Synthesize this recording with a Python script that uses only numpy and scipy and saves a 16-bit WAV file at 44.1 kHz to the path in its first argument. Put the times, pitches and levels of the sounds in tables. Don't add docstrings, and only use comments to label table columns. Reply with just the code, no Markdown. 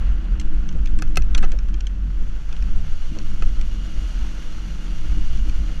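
import sys
import numpy as np
from scipy import signal
from scipy.fft import rfft, irfft
from scipy.io import wavfile
from scipy.ndimage import uniform_filter1d

SR = 44100
rng = np.random.default_rng(int(sys.argv[2]) if len(sys.argv) > 2 else 0)


def dump(signal):
    limited = np.clip(np.atleast_2d(signal).T, -1, 1)
    pcm = np.round(limited * 32767).astype(np.int16)
    wavfile.write(sys.argv[1], SR, pcm)


N = 255780


def body():
    # t/s, heave/dB, rumble/dB, panel drumming/dB
    ride = [(0.0, -18, -29, -40), (0.08, -16, -17.5, -40.5), (0.27, -29.5, -22, -35.5),
            (0.32, -57, -14.5, -37.5), (0.42, -15.5, -24, -36), (0.52, -11, -26.5, -36),
            (0.6, -16.5, -13, -37.5), (0.69, -20, -34, -33.5), (0.76, -14, -18, -33.5),
            (0.95, -13.5, -20, -39.5), (1.0, -7, -31, -29), (1.05, -8, -13, -39),
            (1.08, -14.5, -24.5, -36.5), (1.18, -12, -18.5, -32), (1.26, -13.5, -22, -41),
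            (1.32, -7.5, -13.5, -37.5), (1.42, -6, -42, -32.5), (1.55, -12.5, -13.5, -41.5),
            (1.61, -30, -26.5, -41), (1.65, -14, -16.5, -43.5), (1.73, -24, -20.5, -35),
            (1.81, -20.5, -20.5, -47), (2.08, -33.5, -21.5, -36), (2.16, -20.5, -23, -43),
            (2.26, -10, -27, -40.5), (2.44, -31.5, -23, -46.5), (2.54, -10, -27, -42.5),
            (2.62, -36, -18, -44), (2.67, -8.5, -19.5, -33.5), (2.71, -11, -31, -40.5),
            (2.76, -14, -19, -38), (3.04, -16, -41, -54), (3.12, -20.5, -24.5, -33.5),
            (3.28, -13, -42, -42), (3.33, -18, -33, -36.5), (3.38, -12.5, -21.5, -38.5),
            (3.54, -10.5, -25, -42), (3.81, -28, -22, -38.5), (3.91, -25, -34.5, -40.5),
            (3.99, -15, -20, -37.5), (4.09, -45, -24, -44.5), (4.22, -15.5, -19, -39),
            (4.3, -28, -26.5, -40), (4.55, -19.5, -31.5, -42.5), (4.67, -30, -28.5, -39.5),
            (4.9, -23, -23, -38), (5.04, -13.5, -41, -42.5), (5.09, -24, -16, -39.5),
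            (5.17, -13.5, -24, -31), (5.28, -12, -26, -50), (5.38, -17, -24, -34.5), (5.43, -6, -20, -41.5),
            (5.49, -30, -17.5, -35.5), (5.54, -4.5, -29, -45), (5.61, -29.5, -17, -37),
            (5.8, -18, -28.5, -40)]
    # f/Hz, level/dB
    boom = [(22, -16), (32, -4), (46, 0.5), (54, -8.5), (65, -21.5), (78, -29), (110, -37), (300, -52.5)]
    # f/Hz, width/Hz, level/dB
    panels = [(151.1, 16.2, 0.5), (187, 18, -1), (214.4, 20.5, -2.5), (259, 22, -9.5), (312.2, 27, -4)]
    heave_db, rumble_db, drum_db = curves(ride)
    heave = sway(hz=12.0, width_hz=5.2) * uniform_filter1d(undb(heave_db), size=4000)
    rumble = steady(colour(rng.standard_normal(N), boom, size=16384), span_s=0.077) * undb(rumble_db)
    drumming = steady(ringing(panels), span_s=0.15) * undb(drum_db - 1.54)
    return heave + rumble + drumming


def sway(hz, width_hz):
    shaken = resonate(resonate(rng.standard_normal(N), hz, width_hz), hz, width_hz)
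    return steady(shaken, span_s=0.162)


def tread():
    # t/s, crunch/dB, sand hiss/dB
    grit = [(0, -43, -58.0), (0.15, -48.0, -60.0), (0.4, -48, -61), (0.7, -49.5, -60.0), (1.0, -50.5, -61),
            (1.3, -48, -60.5), (1.45, -47.5, -59.0), (1.65, -52, -62.0), (2.1, -52, -61.5),
            (2.3, -51.0, -57.5), (2.55, -49.5, -56.5), (2.85, -49, -54.5), (3.2, -47.5, -52.0),
            (3.45, -49.5, -53.5), (3.85, -48, -52.5), (4.0, -47.5, -50.5), (4.25, -46, -50.5),
            (4.6, -47.5, -51), (5.0, -47.5, -51.5), (5.15, -47.5, -51), (5.5, -47.5, -50.5),
            (5.8, -47.5, -53)]
    # f/Hz, level/dB
    crunch_spectrum = [(100, -2), (330, 1.5), (450, 4.5), (750, 0.5), (1000, -1), (1180, 1.5), (1380, 5),
                       (1650, 1.5), (1880, -3), (2030, -1.5), (2280, -8), (2600, -1.5), (3400, -9),
                       (6000, -32)]
    hiss_spectrum = [(1200, -28.5), (2200, 1), (2550, -3), (3400, 0.5), (3900, -7.5), (4500, -4.5),
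                     (5050, -9), (5600, -2.5), (6200, -4), (7000, -9.5), (8200, -21), (11000, -31.5),
                     (13000, -27), (15500, -40)]
    # f/Hz, width/Hz, level over the hiss/dB
    case_modes = [(4230, 100, -3.5), (4690, 95, -4), (6880, 85, -8), (7650, 95, -38), (9030, 470, 4.5),
                  (10730, 960, 11.5), (11300, 79, 8)]
    crunch_db, hiss_db = curves(grit)
    crunch = unit(colour(grains(rate=5000, spread_db=-1.0), crunch_spectrum))
    sand = colour(grains(rate=16000, spread_db=0.2), hiss_spectrum)
    case_ring = sum(undb(db) * resonate(sand, hz, width) for hz, width, db in case_modes)
    hiss = unit(sand + case_ring)
    patches = undb(0.57 * walk(30))
    return patches * (crunch * undb(crunch_db - .5) + hiss * undb(hiss_db + 0.85))


def stones():
    # t/s, level/dB, relative knock/dB, relative tick/dB, ping f/Hz, base decay time/s
    strikes = [(0.398, -27, -24, -8.5, 2800, 0.029), (0.4127, -29.5, -20, -20, 2350, 0.027),
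               (0.6897, -26, -15, -33, 3440, 0.017), (0.7263, -42, -6, -13, 2870, 0.018),
               (0.858, -26.5, -30, -25, 2810, 0.027), (0.8724, -35, -8, -28, 3380, 0.029),
               (0.9885, -30.5, -6, -8, 2640, 0.023), (0.9967, -36, -15, -25, 2440, 0.017),
               (1.0216, -18, -4, -29, 2580, 0.0067), (1.075, -40.5, -10, -29, 2470, 0.02),
               (1.1577, -17.5, -33, -17, 2950, 0.0092), (1.1706, -17, -22, -11.5, 2580, 0.032),
               (1.2215, -31.5, -12, -34, 2800, 0.018), (1.3484, -11.5, -12, -44, 3130, 0.019),
               (1.3778, -21.5, -13, -19, 4090, 0.045), (1.427, -30, 0, -14, 2500, 0.032),
               (1.4342, -30.5, -12, -34, 2920, 0.033), (1.4413, -30, -4, -30, 2660, 0.016),
               (1.4472, -29.5, -2, -33, 2820, 0.017), (1.5179, -29.5, -12, -16, 2740, 0.036),
               (1.5881, -28.5, -10, -31, 2520, 0.019), (1.6859, -41.5, -1, -15, 2780, 0.04),
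               (1.7414, -30.5, -14, -27, 3230, 0.03), (1.8065, -28, -28, -22, 3270, 0.021),
               (1.8687, -28, -17, -18, 3330, 0.029), (2.4915, -41, -5, -18, 2936, 0.022),
               (2.5264, -28.5, -12, -31, 2450, 0.017), (2.5656, -35, -17, -27, 2540, 0.02),
               (2.6247, -30, -7.5, -31, 2500, 0.014), (3.1874, -25.5, -15, -32, 2540, 0.017),
               (3.4226, -31, -1, -13, 2550, 0.016), (3.6128, -29, -16, -18, 2536, 0.024),
               (5.4951, -31, -26, -29, 2478, 0.02)]
    # f/Hz, level/dB
    clack_spectrum = [(900, -25), (1700, 0.5), (2500, 6), (3300, 6.5), (3850, -1.5), (4400, 1.5),
                      (5000, -4), (6100, 4), (7000, -7.5), (8200, -20.5), (12000, -37)]
    knock_spectrum = [(200, -19), (450, -9), (1000, -0.5), (1600, 9.5), (2400, -11), (5000, -61)]
    tick_spectrum = [(5000, -22), (6300, -3.5), (7500, 8), (8500, -3), (9800, -9), (12000, -21),
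                     (15000, -39)]
    clacks, pings, knocks, ticks = np.zeros((4, N))
    for s, db, knock_db, tick_db, hz, decay_s in strikes:
        clack = burst(0.7 * decay_s, tail_db=-23.5, tail_t60=0.083)
        add(clacks, s, undb(db - 5) * rebound(clack, gap_s=0.000995, share=0.98))
        add(pings, s, undb(min(db - 6, -29)) * ping(hz, 0.56 * decay_s))
        knock = burst(3.9 * decay_s, tail_db=-22, tail_t60=0.11)
        add(knocks, s, undb(db + knock_db - 6.5) * knock)
        tick = burst(0.42 * decay_s, tail_db=-25.5, tail_t60=0.14)
        add(ticks, s, undb(db + tick_db + 1.5) * rebound(tick, gap_s=0.0009, share=.6))
    return (colour(clacks, clack_spectrum) + pings
            + colour(knocks, knock_spectrum) + colour(ticks, tick_spectrum))


def burst(t60, tail_db, tail_t60, size=4096):
    t = np.arange(size) / SR
    fade = undb(-60 * t / max(t60, .003)) + undb(tail_db - 60 * t / tail_t60)
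    return fade * rng.standard_normal(size)


def rebound(x, gap_s, share):
    lag = max(int(gap_s * rng.uniform(.7, 1.3) * SR), 1)
    second_edge = np.pad(x, (lag, 0))[:len(x)]
    return (x + share * second_edge) / np.hypot(1, share)


def ping(hz, t60, size=4096):
    t = np.arange(size) / SR
    partials = np.sin(2 * np.pi * hz * t) + undb(-8.5) * np.sin(2 * np.pi * 2.12 * hz * t)
    return undb(-60 * t / max(t60, .003) - 3) * partials


def wheel_arch(size=6000):
    # t/s, peak/dB, contact time/s, treble corner/Hz
    strikes = [(1.022, -21.5, 0.0011, 9000), (1.171, -9, 0.0024, 9900), (1.347, -24, 0.0018, 6000),
               (1.379, -26, .002, 6000), (1.429, -25.5, .008, 1400), (1.437, -21.5, .01, 1400),
               (3.422, -25, 0.0032, 3000)]
    # f/Hz, level/dB, t60/s
    modes = [(386, -10.5, 0.041), (535, -8, 0.03), (748, -5.5, 0.028), (1307, -1.5, 0.031),
             (1547, -3.5, 0.022), (2035, -11, 0.05), (2578, 2, 0.027), (4285, -6.5, 0.031),
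             (5240, -3, 0.015), (6000, -2, 0.017), (7610, -9, 0.021), (9800, -0.5, 0.0089),
             (10830, -3.5, .014), (12100, -14, 0.017), (13700, -7, .01)]
    out, t = np.zeros(N), np.arange(size) / SR
    hz, mode_db, t60 = np.transpose(modes)[:, :, None]
    for s, db, contact_s, corner_hz in strikes:
        detune, place_db, phase = rng.standard_normal((3, len(modes), 1))
        fade = undb(mode_db + 1.1 * place_db - 60 * t / t60)
        fade /= np.hypot(1, (hz / corner_hz) ** 2)
        partials = np.sin(2 * np.pi * (hz * (1 + .01 * detune) * t + phase))
        build_up = 1 - np.exp(-2 * t / contact_s)
        ring = np.sum(fade * partials, axis=0) * build_up
        add(out, s, undb(db) * ring / np.max(np.abs(ring)))
    return out


def engine():
    # t/s, firing rate/Hz
    revs = [(0, 44.74), (.8, 45.36), (1.2, 43.5), (2, 44), (3.1, 44.54), (4.5, 44.32), (5.2, 44.01),
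            (5.8, 44.13)]
    # t/s, level/dB
    load = [(0.0, -31.5), (0.24, -43.5), (0.34, -55), (0.56, -47), (0.66, -42.5), (0.81, -36), (1.34, -35),
            (1.45, -41), (1.81, -52), (2.07, -38), (2.23, -53), (2.29, -38), (2.37, -48.5), (2.68, -48),
            (2.83, -34), (3.02, -43), (3.25, -37), (3.38, -41.5), (3.46, -39), (4.22, -44.5), (4.35, -52),
            (4.57, -40), (4.7, -40.5), (4.8, -54), (4.91, -39.5), (5.38, -36.5), (5.8, -43.5)]
    # multiple of the firing rate, level/dB
    orders = [(1, 8), (2, -1), (3.5, -10.5), (5, -15), (7, -23.5)]
    firing_hz, = curves(revs)
    load_db, = curves(load)
    phase = 2 * np.pi * np.cumsum(firing_hz * (1 + 0.00592 * walk(12))) / SR
    drone = sum(undb(db + 1.4 * walk(12)) * np.sin(order * phase + 2 * np.pi * rng.random())
                for order, db in orders)
    return np.sqrt(2) * drone * undb(load_db + 0.65)


def suspension(size=10000):
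    # t/s, level/dB, t60/s
    jolts = [(.745, -47, 0.25), (1.526, -34.5, 0.08), (2.2, -48, 0.22), (3.16, -37.5, 0.14),
             (3.421, -34, 0.051)]
    # f/Hz, level/dB
    clunk_spectrum = [(200, 0.5), (400, 5.5), (580, 4.5), (760, -8), (1100, -10), (2500, -34)]
    out, t = np.zeros(N), np.arange(size) / SR
    attack = 1 - np.exp(-t / 0.008)
    for s, db, t60 in jolts:
        add(out, s, undb(db + 4.5 - 60 * t / t60) * attack * rng.standard_normal(size))
    return colour(out, clunk_spectrum)


def brake():
    # t/s, level/dB
    graze = [(0, -59), (1.9, -72), (2.3, -64), (2.6, -63), (2.85, -59.5), (3.05, -54), (3.2, -57),
             (3.35, -57), (3.6, -55), (3.75, -54.5), (3.83, -52), (3.95, -54.5), (4.4, -55.5), (4.8, -56),
             (5.2, -53), (5.5, -55), (5.8, -53.5)]
    # f/Hz, width/Hz, level/dB
    disc_modes = [(2867, 48, -1), (3138, 78, -9.5), (4140, 45, -10.5), (4650, 50, -11.5)]
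    db, = curves(graze)
    return steady(ringing(disc_modes), span_s=0.095) * undb(db)


def ringing(modes):
    return sum(undb(db) * unit(resonate(resonate(rng.standard_normal(N), hz, width), hz, 2 * width))
               for hz, width, db in modes)


def grains(rate, spread_db):
    hit = rng.random(N) < rate / SR
    size = undb(spread_db * np.minimum(rng.exponential(size=N), 5))
    return unit(hit * size * rng.standard_normal(N))


def walk(rate):
    step = max(int(SR / rate), 2)
    held = np.repeat(rng.standard_normal(N // step + 1), step)[:N]
    return unit(uniform_filter1d(uniform_filter1d(held, step), step))


def resonate(x, hz, width_hz):
    return signal.lfilter(*signal.iirpeak(hz, hz / width_hz, fs=SR), x)


def colour(x, points, size=1024):
    hz, db = np.transpose(points)
    bins = np.maximum(np.fft.rfftfreq(size, 1 / SR), 1)
    skirts = np.minimum(bins / hz[0], 1) ** 2 * np.minimum(hz[-1] / bins, 1) ** 2
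    gain = undb(np.interp(np.log(bins), np.log(hz), db)) * skirts
    cepstrum = irfft(np.log(gain + 1e-7))
    cepstrum[1:size // 2] *= 2
    cepstrum[size // 2 + 1:] = 0
    response = irfft(np.exp(rfft(cepstrum)))
    return signal.fftconvolve(x, response / np.linalg.norm(response))[:len(x)]


def steady(x, span_s):
    return x / np.sqrt(uniform_filter1d(x ** 2, max(int(span_s * SR), 2)) + 1e-12)


def curves(table):
    s, *columns = np.transpose(table)
    return [np.interp(np.arange(N) / SR, s, column) for column in columns]


def add(out, s, x):
    start = max(int(s * SR), 0)
    out[start:start + len(x)] += x[:max(N - start, 0)]


def undb(db):
    return 10 ** (np.asarray(db) / 20)


def unit(x):
    return x / np.sqrt(np.mean(x ** 2) + 1e-20)


def scene():
    return (body() + engine() + suspension() + tread() + brake() + stones() + wheel_arch())[None]


def record(dry):
    top_hz = 15500
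    return signal.sosfilt(signal.ellip(8, .2, 70, top_hz, fs=SR, output="sos"), dry)


dry = scene()
out = record(dry)
dump(out)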